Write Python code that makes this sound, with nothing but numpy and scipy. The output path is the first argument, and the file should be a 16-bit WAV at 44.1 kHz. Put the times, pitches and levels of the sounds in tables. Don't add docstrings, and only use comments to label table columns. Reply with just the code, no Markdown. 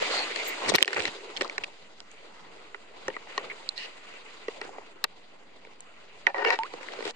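import sys
import numpy as np
from scipy import signal
from scipy.io import wavfile

SR = 44100
rng = np.random.default_rng(int(sys.argv[2]) if len(sys.argv) > 2 else 0)


def unload_wav(signal):
    wavfile.write(
        sys.argv[1],
        SR,
        np.round(np.clip(np.atleast_2d(signal).T, -1, 1) * 32767).astype(np.int16),
    )


N = 315315
RIGHT_LAG = 5
WATER_TOP_HZ = 10340


def from_db(db):
    return 10 ** (np.asarray(db) / 20)


def rms_one(x):
    return x / np.sqrt(np.mean(x ** 2) + 1e-20)


def peak_one(x):
    return x / np.abs(x).max()


def in_time(rows):
    s, *columns = np.transpose(rows)
    return [np.interp(np.arange(N) / SR, s, column) for column in columns]


def at_hz(points, hz):
    points = np.array(points)
    return np.interp(np.log(hz), np.log(points[:, 0]), points[:, 1])


def drift(rate_hz):
    r = np.exp(-80 * np.pi * rate_hz / SR)
    noise = rng.standard_normal(N // 40 + 2002)
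    slow = rms_one(signal.lfilter([1], [1, -2 * r, r * r], noise)[2000:])
    return np.interp(np.arange(N) / 40, np.arange(len(slow)), slow)


def ring(clicks, hz, t60):
    r, w = from_db(-60 / (t60 * SR)), 2 * np.pi * hz / SR
    return signal.lfilter([0, np.sin(w)], [1, -2 * r * np.cos(w), r * r], clicks + 1e-18)


def resonance(x, hz, width_hz):
    r = np.exp(-np.pi * width_hz / SR)
    feedback = [1, -2 * r * np.cos(2 * np.pi * hz / SR), r * r]
    return signal.lfilter([(1 - r * r) / 2, 0, (r * r - 1) / 2], feedback, x)


def resonance_twice(x, hz, width_hz):
    return resonance(resonance(x, hz, width_hz), hz, width_hz)


def high_pass(x, hz):
    return signal.sosfilt(signal.butter(4, hz, "high", fs=SR, output="sos"), x)


def dull(x):
    return signal.sosfilt(signal.cheby2(10, 50, WATER_TOP_HZ, fs=SR, output="sos"), x)


def droplets(per_s, spread_db):
    sizes = from_db(spread_db * np.minimum(rng.exponential(1, (2, N)), 4))
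    signed = sizes * rng.choice([-1, 1], (2, N))
    return rms_one(signed * (rng.random((2, N)) < per_s / SR))


# frequency in Hz, likeness from -1 (opposed) to 1 (identical).
LIKENESS = [(60, 0.33), (125, 0.4), (250, 0.5), (400, 0.7), (700, 0.1), (1650, 0.5), (4970, -0.16),
            (15000, 0.6)]


def banded(source, spectrum, edges, level_db, patchy_db):
    out, together = 0, drift(22.0)
    for k, (low, high) in enumerate(zip(edges, edges[1:])):
        band_pass = signal.butter(2, [low, high], "band", fs=SR, output="sos")
        mid, side = signal.sosfilt(band_pass, source[k % 2])
        hz = np.sqrt(low * high)
        alike = np.clip(at_hz(LIKENESS, hz), -1, 1)
        flicker_db = patchy_db * (0.61 * together + drift(13))
        gain = from_db(at_hz(spectrum, hz) + level_db(hz) + flicker_db)
        stereo = np.sqrt(1 + alike) * mid + np.sqrt(1 - alike) * side * [[1], [-1]]
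        out = out + gain * stereo
    return out


# frequency in Hz, relative level per Hz in dB.
RUMBLE = [(12, -28), (20, -6), (33, -13.5), (75, -8), (130, -10.5), (205, -3), (260, -3), (320, -33),
          (550, -120)]
# peak time in seconds, relative peak level in dB.
PUSHES = [(0.0, -43), (0.696, -35.5), (0.722, -52), (0.752, -26.5), (0.97, -37.5), (1.002, -36.5),
          (1.08, -45), (1.41, -50), (1.61, -57), (2.03, -71), (2.43, -64), (3.09, -49.5), (3.46, -58),
          (4.66, -57), (5.06, -70), (6.27, -57), (6.75, -61), (7.07, -53)]
PUSH_RISE_DB_PER_S, PUSH_FALL_DB_PER_S = 600.5, 602.5
MURMUR_DB = -68


def rumble():
    t = np.arange(N) / SR
    push = 0
    for s, db in PUSHES:
        fall_away_db = np.maximum(PUSH_RISE_DB_PER_S * (s - t), PUSH_FALL_DB_PER_S * (t - s))
        push = push + from_db(db - fall_away_db)

    def band_db(hz):
        return 23.4 + 20 * np.log10(push * from_db(-6 * (hz < 55)) + from_db(MURMUR_DB))
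    edges = 20 * 2 ** np.arange(0, 4.1, .5)
    return banded(rng.standard_normal((2, 2, N)), RUMBLE, edges, band_db, patchy_db=1.5)


WHISTLE_HZ, WHISTLE_WIDTH_HZ = 14330, 120
WHISTLE_S, WHISTLE_WIDTH_S = 0.485, 0.21
WHISTLE_DB, WHISTLE_FADE_DB = -35.5, 138.5


def whistle():
    tone = resonance_twice(rng.standard_normal(N), WHISTLE_HZ, WHISTLE_WIDTH_HZ)
    away = np.abs(np.arange(N) / SR - WHISTLE_S) / WHISTLE_WIDTH_S
    fade_db = WHISTLE_FADE_DB * away / (1 + away) + WHISTLE_FADE_DB * away / 10
    return from_db(WHISTLE_DB - fade_db) * rms_one(tone)


# time in seconds, relative level of the body (1.2-3.5 kHz) in dB,
# gurgle below it and spray above it as tilts in dB against the body.
SLOSH = [(0.0, -37.5, 1.5, -9), (0.16, -33.5, -4.5, -9.5), (0.26, -39, -1, -10.5), (0.6, -41, 2, -8.5),
         (0.76, -36, 3.5, -12), (0.825, -26.5, -5, 0), (0.834, -44, -8, -24), (0.843, -32, -14, -21),
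         (0.852, -30, -8, -11), (0.89, -25.5, -3, -10), (0.97, -27.5, 1, -11), (1.04, -41.5, 2.5, -7),
         (1.2, -51.5, -2.5, -9.5), (1.42, -51.5, 7.5, -6.5), (1.54, -54, 5, -9.5), (1.92, -60, 2.5, -8),
         (2.44, -56, 3.5, -13), (2.82, -59, 3, -11.5), (3.1, -53, 3.5, -10.5), (3.26, -53, 2, -14),
         (3.38, -42, -6.5, -18), (3.48, -50, 2, -15), (3.56, -54.5, 3.5, -7.5), (3.94, -54.5, 1.5, -11.5),
         (4.1, -50.5, -1, -13.5), (4.42, -55.5, 1, -10.5), (4.64, -54.5, 8, -8), (4.9, -58.5, 3, -14.5),
         (5.2, -62, 4.5, -11), (5.9, -61, 2.5, -11), (6.02, -56.5, -0.5, -16), (6.3, -56.5, 1.5, -11),
         (6.6, -53, 1.5, -12.5), (6.88, -50.5, 5, -11), (7.105, -50.5, 7.5, -6.5), (7.125, -67, 9, -11),
         (7.15, -57, -8, -15)]
# frequency in Hz, relative level per Hz in dB.
WATER = [(120, -36), (200, -10.5), (409, -4.5), (1120, -2), (1650, -12), (2700, -5.5), (4520, -9.5),
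         (5630, -22.5), (7680, -24), (9060, -28), (9930, -60.5), (10900, -29.5), (11500, -53),
         (12400, -43.5), (16000, -60.5)]
# frequency in Hz, width in Hz, gain in dB.
WATER_PEAKS = [(403, 290, -3.5), (1997, 220, 1.5), (2560, 1400, -11.5), (4860, 310, 4.5), (7000, 634, 14)]


def slosh():
    body_db, gurgle_db, spray_db = in_time(SLOSH)

    def band_db(hz):
        octave = np.log2(hz / 1000)
        low = np.interp(octave, [-.3, .6], [1, 0])
        high = np.interp(octave, [1.4, 2.2], [0, 1])
        return body_db + low * (gurgle_db - 3.0) + high * (spray_db + 7.5) + 12
    source = rng.standard_normal((2, 2, N)) + 0.47 * droplets(400, spread_db=5.5)
    edges = 190 * 2 ** np.arange(0, 6.6, .5)
    water = banded(source, WATER, edges, band_db, patchy_db=2.0)
    return water + sum(from_db(db) * resonance(water, hz, width_hz) for hz, width_hz, db in WATER_PEAKS)


# start in seconds, length in seconds, relative level in dB,
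# pitch of the pocket in Hz, width of its resonance in Hz.
SQUELCHES = [(0.049, 0.027, -44, 2330, 300), (0.088, 0.03, -45.5, 447, 250),
             (0.095, 0.11, -40.5, 4300, 800), (0.123, 0.026, -42, 800, 500), (0.155, 0.014, -46, 468, 300),
             (0.169, 0.084, -42.5, 4290, 400), (0.168, 0.066, -47, 750, 300),
             (0.695, 0.035, -42, 3500, 3000), (0.768, 0.02, -35, 2510, 3000), (0.615, 0.035, -46, 660, 895),
             (0.676, 0.037, -38, 4300, 3270), (0.743, 0.028, -26.5, 2500, 4100),
             (0.785, 0.063, -35, 417, 304), (0.847, 0.098, -34, 420, 300), (0.92, .17, -47, 392, 250),
             (0.984, 0.12, -44.5, 2310, 1810), (0.955, 0.052, -34, 1920, 900), (1.11, 0.24, -57, 413, 196),
             (1.417, 0.061, -53.5, 455, 302), (1.447, 0.013, -45.5, 1160, 400),
             (1.411, 0.0056, -32.5, 1470, 2460), (0.298, 0.038, -46, 2100, 600),
             (0.384, 0.045, -43, 2160, 500), (0.455, 0.1, -46.5, 2100, 450),
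             (0.436, 0.069, -49, 7150, 1500), (3.138, 0.023, -52.5, 2120, 300),
             (3.293, 0.026, -55, 2260, 1500), (3.351, 0.15, -56, 466, 348), (3.496, 0.031, -45, 2180, 500),
             (3.76, 0.12, -55, 1890, 303), (3.765, 0.11, -49.5, 2800, 550),
             (3.748, 0.13, -51.5, 4100, 1860), (4.618, 0.067, -57, 1180, 1500),
             (6.45, 0.06, -36.5, 456, 50), (7.032, 0.084, -48, 2450, 2920)]
ALIKE_BELOW_HZ = 1200


def squelches():
    out, crackle = np.zeros((2, N)), droplets(2500, spread_db=3.0)
    for s, length_s, level_db, hz, width_hz in SQUELCHES:
        at, n = round(s * SR), round(length_s * SR)
        shared = crackle[0, N - at - n:N - at]
        near = crackle[:, at:at + n] + ALIKE_BELOW_HZ / hz * shared
        pocket = rms_one(resonance_twice(near, hz, width_hz))
        out[:, at:at + n] += from_db(level_db + 7.0) * signal.windows.tukey(n, .4) * pocket
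    return out


# start in seconds, level at the start in dB (mean of both sides),
# start pitch in Hz, end pitch in Hz, length in seconds, t60 in seconds.
BUBBLES = [(6.589, -22, 885, 1760, .081, .25), (6.293, -30, 800, 950, .035, .1)]
BUBBLE_BEND = .18


def bubbles():
    out = np.zeros(N)
    for s, peak_db, start_hz, end_hz, length_s, t60 in BUBBLES:
        at, t = round(s * SR), np.arange(round(length_s * SR)) / SR
        life = t / length_s
        climb = life ** 2 * BUBBLE_BEND / (1 + BUBBLE_BEND - life)
        hz = start_hz + (end_hz - start_hz) * climb
        fade = np.minimum(1, (length_s - t) / 0.004)
        tone = np.sin(2 * np.pi * np.cumsum(hz) / SR)
        out[at:at + len(t)] += from_db(peak_db - 60 * t / t60) * fade * tone
    return out * from_db([[-1.0], [1.0]])


# start in seconds, length in seconds,
# relative level in dB, brightness in dB per octave, extra on modes below 500 Hz in dB,
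# extra on modes above 2.2 kHz in dB.
POUR = [(6.266, 0.03, -21, -0.5, -15, -2), (6.342, 0.021, -29.5, -2, -11, -6),
        (6.366, 0.031, -28, -2, -6, -3.5), (6.392, 0.026, -28, -1.5, -12, 0),
        (6.418, 0.034, -27, -0.5, -5, -5), (6.456, 0.017, -18, 1, -7, 8.5),
        (6.48, 0.054, -25.5, 2.5, -12, -1), (6.512, 0.0092, -29, -4, -14, 0),
        (6.517, 0.034, -25.5, 4.5, 1, -1)]
# nominal frequency in Hz, relative level in dB, t60 in seconds under a slap.
HOUSING = [(425, -4, .04), (550, -8, .03), (770, -4, .025), (915, -5, .03), (1130, -8, .015),
           (1480, -9, .02), (1890, -2, .02), (2300, -7, .012), (2700, -11, .02), (3400, -16, .004),
           (4200, -6, .006), (5200, -9, .003), (7200, -17, .002)]
POUR_TOP_HZ, SPRAY_HZ = 3100, 3800
GUSH_ATTACK_S, GUSH_SAG_DB_PER_S, GUSH_RELEASE_DB_PER_S = 0.0052, 46, 993
GUSH_DETUNE = .025
GUSH_WET_DB = -4
GUSH_CHANCE_DB = 1.2


def pour():
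    out, t = np.zeros((2, N)), np.arange(SR // 4) / SR
    rain = droplets(550, spread_db=2.0) * from_db(1.9 * drift(83))
    for s, length_s, level_db, bright_db, low_db, top_db in POUR:
        at = round(s * SR)
        falling = rain[:, at:at + len(t)]
        soft = 0.46 * falling[0] + falling
        drum = 0
        for (hz, db, t60), shift in zip(HOUSING, rng.normal(1, GUSH_DETUNE, len(HOUSING))):
            if hz < POUR_TOP_HZ:
                long_ring = ring(soft, hz * shift, 1.9 * t60)
                short_ring = ring(soft, hz * shift, 0.26 * t60)
                both = long_ring + from_db(GUSH_WET_DB) * short_ring
                tilt_db = bright_db * np.log2(hz / 1000) + low_db * (hz < 500) + top_db * (hz > 2200)
                mode_gain = from_db(db + rng.normal(0, GUSH_CHANCE_DB) + tilt_db)
                drum = drum + mode_gain * resonance(both, hz * shift, hz / 3)
        spray = dull(rms_one(resonance_twice(falling, SPRAY_HZ, SPRAY_HZ / 2)))
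        gush = rms_one(drum) + from_db(-20.5 + 2.0 * bright_db) * spray
        sag_db = GUSH_SAG_DB_PER_S * t.clip(0, length_s)
        release_db = GUSH_RELEASE_DB_PER_S * (t - length_s).clip(0)
        attack = (t / GUSH_ATTACK_S).clip(0, 1)
        out[:, at:at + len(t)] += from_db(level_db - sag_db - release_db) * attack * gush
    return out


DROP_COUNT, DROP_OVER_WASH_DB = 24, 10
DROP_TOP_DB = -51
DROP_CYCLES, DROP_HOUSING_DB, DROP_THUD_DB, DROP_CRACK_DB, DROP_SPRAY_DB = 13, -8, -16, -7, -55


def drops():
    rows, wash_db = [], in_time(SLOSH)[0]
    for when, pitch, size, side in rng.random((DROP_COUNT, 4)):
        s = when * (N - 1) / SR
        peak_db = min(wash_db[int(s * SR)] + DROP_OVER_WASH_DB + 6 * size, DROP_TOP_DB)
        own_hz, pan_db = 380 * 2 ** (2.2 * pitch), 12 * (side - .5)
        rows.append((s, peak_db, own_hz, DROP_CYCLES, DROP_HOUSING_DB, DROP_THUD_DB, DROP_CRACK_DB,
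                     DROP_SPRAY_DB, pan_db))
    return rows


# housing modes of 1-3 kHz, its lowest modes,
# its highest modes, finest spray; last, left over right in dB.
SLAPS = [(.024,-26,590,9.8,-33,-34,-16,-32,-5), (.36,-21,2220,33,-12.5,-24,-7.5,-55,18),
         (.404,-30,2250,23,-15,-26,-14,-55,13), (.636,-28,704,12,-3,1,-1,-50,-7),
         (.66,-27,2000,10,-5,-14,-3,-55,-4), (.675,-37,2020,10,-8,-7,2,-55,-4),
         (.685,-21,4800,13,10,3,0,-55,-2), (.691,-16,7040,13,-5.5,-12,1,-45,24),
         (.697,-11.5,6440,16,-13,-7.5,2,-50,10), (.701,-13,3740,14,-16,-20,7,-42,11),
         (.719,-11,563,5,-20,-28,-26,-66,-2), (.739,-15.5,2220,24,-7,-4,2,-46,1),
         (.745,-7.5,460,6,-0.5,-10,-14,-49,-12), (.748,-9.5,2230,36,-11,-3,-9,-40,6),
         (.753,-1,4090,26,0,-11,4,-16,15), (.759,2,4720,16,-15,-33.5,5,-2,2),
         (.783,1.5,2160,25,-4,-14.5,-10,-35,1), (.788,-11,895,10,-4.5,-5,18,-46,10),
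         (.81,-20,437,9,-20,-10,-26,-60.5,0), (.807,-6,2030,16,-14,-13,-8,-50,-22),
         (.82,-11,430,8.3,-20,-12,-26,-61,-4), (.8265,10.5,3110,10,-24.5,-43,-9.5,-20,-7.5),
         (.832,-2,2300,12,-5,-30,-1,-34,-15), (.847,5,2700,8.6,-27,-40,-10,-48,-3),
         (.856,-6,454,6.6,-7,-11,8,-45,2), (.878,9.5,1740,4.1,-7,-13,1,-37,2.5),
         (.884,-7.5,2500,13,-13,-9,-5,-55,0), (.906,-10,1700,10,-8,-19,-5,-55,2),
         (.93,-1.5,2030,15,1.5,-11,3,-55,-2), (.945,-12.5,1390,15,-16,-21,4,-55,9),
         (.962,-9,2020,18,-2,-2,-20,-74,-3), (.967,-8,1910,16,1,-5,-16,-60,1),
         (.974,-14,1410,11,-11,-14,-16,-60,6), (.977,-17,454,7,-15,-10,-20,-60,-1),
         (.982,-15,1480,8.6,-12,-11,-5,-55,2), (.99,-19,550,5.8,-16,-13,-16,-60,-2),
         (.9955,-14,2500,8.9,-5,-12,2,-50,8), (1.003,-11,2600,5.4,-13,-19,-13,-59,-16),
         (1.008,-29,453,8,-8,-10,-16,-60.5,-7), (1.021,-17,2400,13,-14,-8,4,-50,2),
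         (1.034,-29,2800,8,-13,-20,3,-55,5), (1.0535,-13.5,2040,33,-9,-18,2.5,-54,3.5),
         (1.078,-21,1920,11,-1.5,-3,4,-47,2), (1.301,-36.5,1270,21,-23,-28,-4,-45,-2),
         (1.365,-25,3100,30,-10,-25,-2,-49,-16), (1.371,-23,3280,16,-15,-21,2,-38,13),
         (1.376,-28,2660,11,-10,-18,-3,-55,-3), (1.409,-14.5,453,4,7,3,5.5,-44,0.5),
         (1.419,-18,540,6.7,-1,-14,4,-50,-2), (1.43,-29,3560,14,-1,-15,-8,-55,6),
         (1.446,-26,1130,18,-12,-8,-1,-52,10), (1.478,-35,4450,16,-17,-18,-6,-45,13),
         (1.497,-25,2220,22,-14,-22,-8,-52,2), (1.532,-39.5,2000,12,-7,3,-10,-58,-2),
         (1.58,-16.5,2240,18,2,-8,3.5,-37,-1), (1.6365,-24,3070,16,-9.5,-35,-5.5,-36,-0.5),
         (1.6385,-26,2760,20,-15,-32,-8,-45,9), (1.642,-19.5,2490,22,-14.5,-25,2,-48,0),
         (2.003,-35.5,3200,12,-10,-20,7,-40,1), (2.115,-40,6800,16,-34,-43,-14,-44,-7),
         (2.745,-25.5,2000,36,2,-3.5,-19,-61,-3.5), (3.081,-18,521,34,2.5,-0.5,3.5,-61,-0.5),
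         (3.082,-28,2300,14,-10,-26,-21,-62,12), (3.101,-29.5,425,4.8,5,4,-15,-60,6),
         (3.165,-25,1070,14,2,-5,-18,-66,1), (3.271,-38.5,880,11,-2,-17,-10,-60,2),
         (3.378,-15.5,1090,28,4,-6.5,6,-48,1.5), (3.379,-30,4150,52,-26,-39,-2,-49,16),
         (3.442,-35,1230,31,-16,-24,-19,-60,-2), (3.516,-34.5,2110,17,0,0,-15,-67,-7),
         (3.69,-15,4150,69,-27,-54,9.5,-33,-5), (3.778,-23,4250,86,-30,-30,4,-50,-1),
         (4.482,-19.5,448,12.4,-4,-12,-9,-65,0.5), (4.614,-23.5,2950,10,4,-1.5,3,-58,4.5),
         (4.649,-37,422,6.6,-15,-10,3,-58,3), (4.691,-33,774,13,-19,-20,-13,-58,3),
         (4.761,-40,760,12,-9,-9,-10,-59.5,-4), (4.783,-27,724,7.6,-10,-8,-20,-69,4),
         (5.0407,-7,4300,14,1,-12.5,6.5,-9.5,10), (5.044,-23,1060,11,-7,-2.5,-9,-49,-9.5),
         (5.048,-23,4000,20,-1,-22,-11,-43,0), (5.65,-38,2270,15,-23.5,-16,-16,-62.5,-6.5),
         (5.67,-39,473,11,-4,-16.5,-12,-60,1.5), (5.806,-40.5,7140,39,-23,-40,-13,-44,-4),
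         (6.268,-6.5,1900,49,-6,-16,-15,-40,-7.5), (6.2715,-11.5,1950,6.8,-14.5,-39,-34.5,-71,7),
         (6.344,-19.5,880,10,-6,-17,-35,-83,-11), (6.448,-12.5,1040,11,7.5,-1,-8,-72,-6),
         (6.451,-18.5,2050,27,-10,-8,-6.5,-58,-2), (6.465,-22,2000,16,-6,5,-18,-60,-4),
         (6.504,-12,2195,35,5,-9,2,-29,3), (6.589,-20.5,3000,7.1,-19.5,-31,-7,-35,-2.5),
         (6.634,-22.5,2210,13,-11,-19,-8.5,-57,-4), (6.737,-27.5,473,20,-3.5,-5,-4,-64,0),
         (6.784,-36,910,13,-9,-15,-4,-58,1), (6.809,-33.5,503,14,-4,-15,-7,-60,-10),
         (6.83,-33,2190,28,-6,-16,-3,-56,16), (6.886,-26.5,2000,25,-8,-16.5,-20,-65,8),
         (6.921,-34,3000,18,-10,-13,-8,-50,1), (6.936,-27.5,800,6.2,-19,-26,-1,-54,13),
         (6.988,-26.5,460,18,-5,-16,-9,-56,-3), (7.005,-26,487,11,0,-10,-5,-57,-1),
         (7.024,-29,460,11,-4,-19,-7,-61,1), (7.053,-23.5,430,6.5,-2,-13,8,-52,5),
         (7.065,-27,440,14,2,-10,-15,-57,2), (7.076,-23.5,416,20,-0.5,-10,4,-61,0),
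         (7.108,-31,4770,16,-8,-22,2,-50,12)]
CONTACT_S = 0.0015
CONTACT_FOLLOWS = 0.22
TAP_SHARPNESS = 6.0
OPPOSED_HZ = 3500
AIR_HZ = 11900


def slaps(rows):
    out, t = np.zeros((2, N + SR)), np.arange(SR // 10) / SR
    for s, peak_db, own_hz, cycles, body_db, thud_db, crack_db, air_db, pan_db in rows:
        shared, own = rng.standard_normal(len(t)), rng.standard_normal((2, len(t)))
        age = t / max(CONTACT_S * from_db(CONTACT_FOLLOWS * body_db), 1e-4)
        burst = (shared + 0.4 * own) * np.minimum(7.2 * age, 1) * np.exp(-age)

        touch = burst * np.exp(-TAP_SHARPNESS * age)
        own_ring = ring(touch, own_hz, max(cycles, 2) / own_hz)
        sound = peak_one(resonance(own_ring, own_hz, own_hz)) * [[1], [-1 if own_hz > OPPOSED_HZ else 1]]

        chance_db = rng.normal(0, 1.5, (len(HOUSING), 2, 1))
        detune = rng.normal(1, 0.025, len(HOUSING))
        flip = rng.choice([-1, 1], len(HOUSING))
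        for (hz, db, t60), extra_db, shift, sign in zip(HOUSING, chance_db, detune, flip):
            tilt_db = thud_db if hz < 1000 else body_db if hz < 3000 else crack_db
            mode = peak_one(resonance(ring(burst, hz * shift, t60), hz, hz))
            sound = sound + from_db(db + tilt_db + extra_db) * mode * [[1], [sign if hz > 600 else 1]]

        air = peak_one(resonance_twice(burst * np.exp(-age), AIR_HZ, AIR_HZ / 2))
        sound = dull(sound) + from_db(air_db + 1.0) * air * [[1], [-1]]
        sound = sound * from_db(pan_db * np.array([[.5], [-.5]]))
        between = (sound[0, RIGHT_LAG:] + sound[1, :-RIGHT_LAG]) / 2
        height = max(np.abs(between).max(), 0.21 * np.abs(sound).max())
        at = round(s * SR)
        out[:, at:at + len(t)] += from_db(peak_db) * sound / height
    return out[:, :N]


HIT_BASS_CUT_HZ = 273
BASS_CUT_HZ = 230


def scene():
    wash = slosh() + squelches()
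    hits = high_pass(slaps(SLAPS + drops()) + pour(), HIT_BASS_CUT_HZ)
    water = dull(wash) + from_db(-11.0) * wash + hits + bubbles() + whistle()
    water[1] = np.concatenate([np.zeros(RIGHT_LAG), water[1, :-RIGHT_LAG]])
    return high_pass(water, BASS_CUT_HZ) + rumble()


THRESHOLD_DB, SHARE = -12, 0.94
RELEASE_DB_PER_S, ATTACK_S = 150, 0.0089
OFFSET = .0024
CUTOFF_HZ = 16300


def record(dry):
    t = np.arange(N) / SR
    loudness_db = 20 * np.log10(np.abs(dry).max(axis=0) + 1e-9)
    over_db = SHARE * np.maximum(loudness_db - THRESHOLD_DB, 0)
    held_db = np.maximum.accumulate(over_db + RELEASE_DB_PER_S * t) - RELEASE_DB_PER_S * t
    r = np.exp(-1 / (ATTACK_S * SR))
    duck_db = signal.lfilter([1 - r], [1, -r], held_db)
    overloaded = np.clip((dry + OFFSET) * from_db(-duck_db), -1, 1)
    return signal.sosfilt(signal.cheby2(14, 90, CUTOFF_HZ, fs=SR, output="sos"), overloaded)


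dry = scene()
out = record(dry)
unload_wav(out)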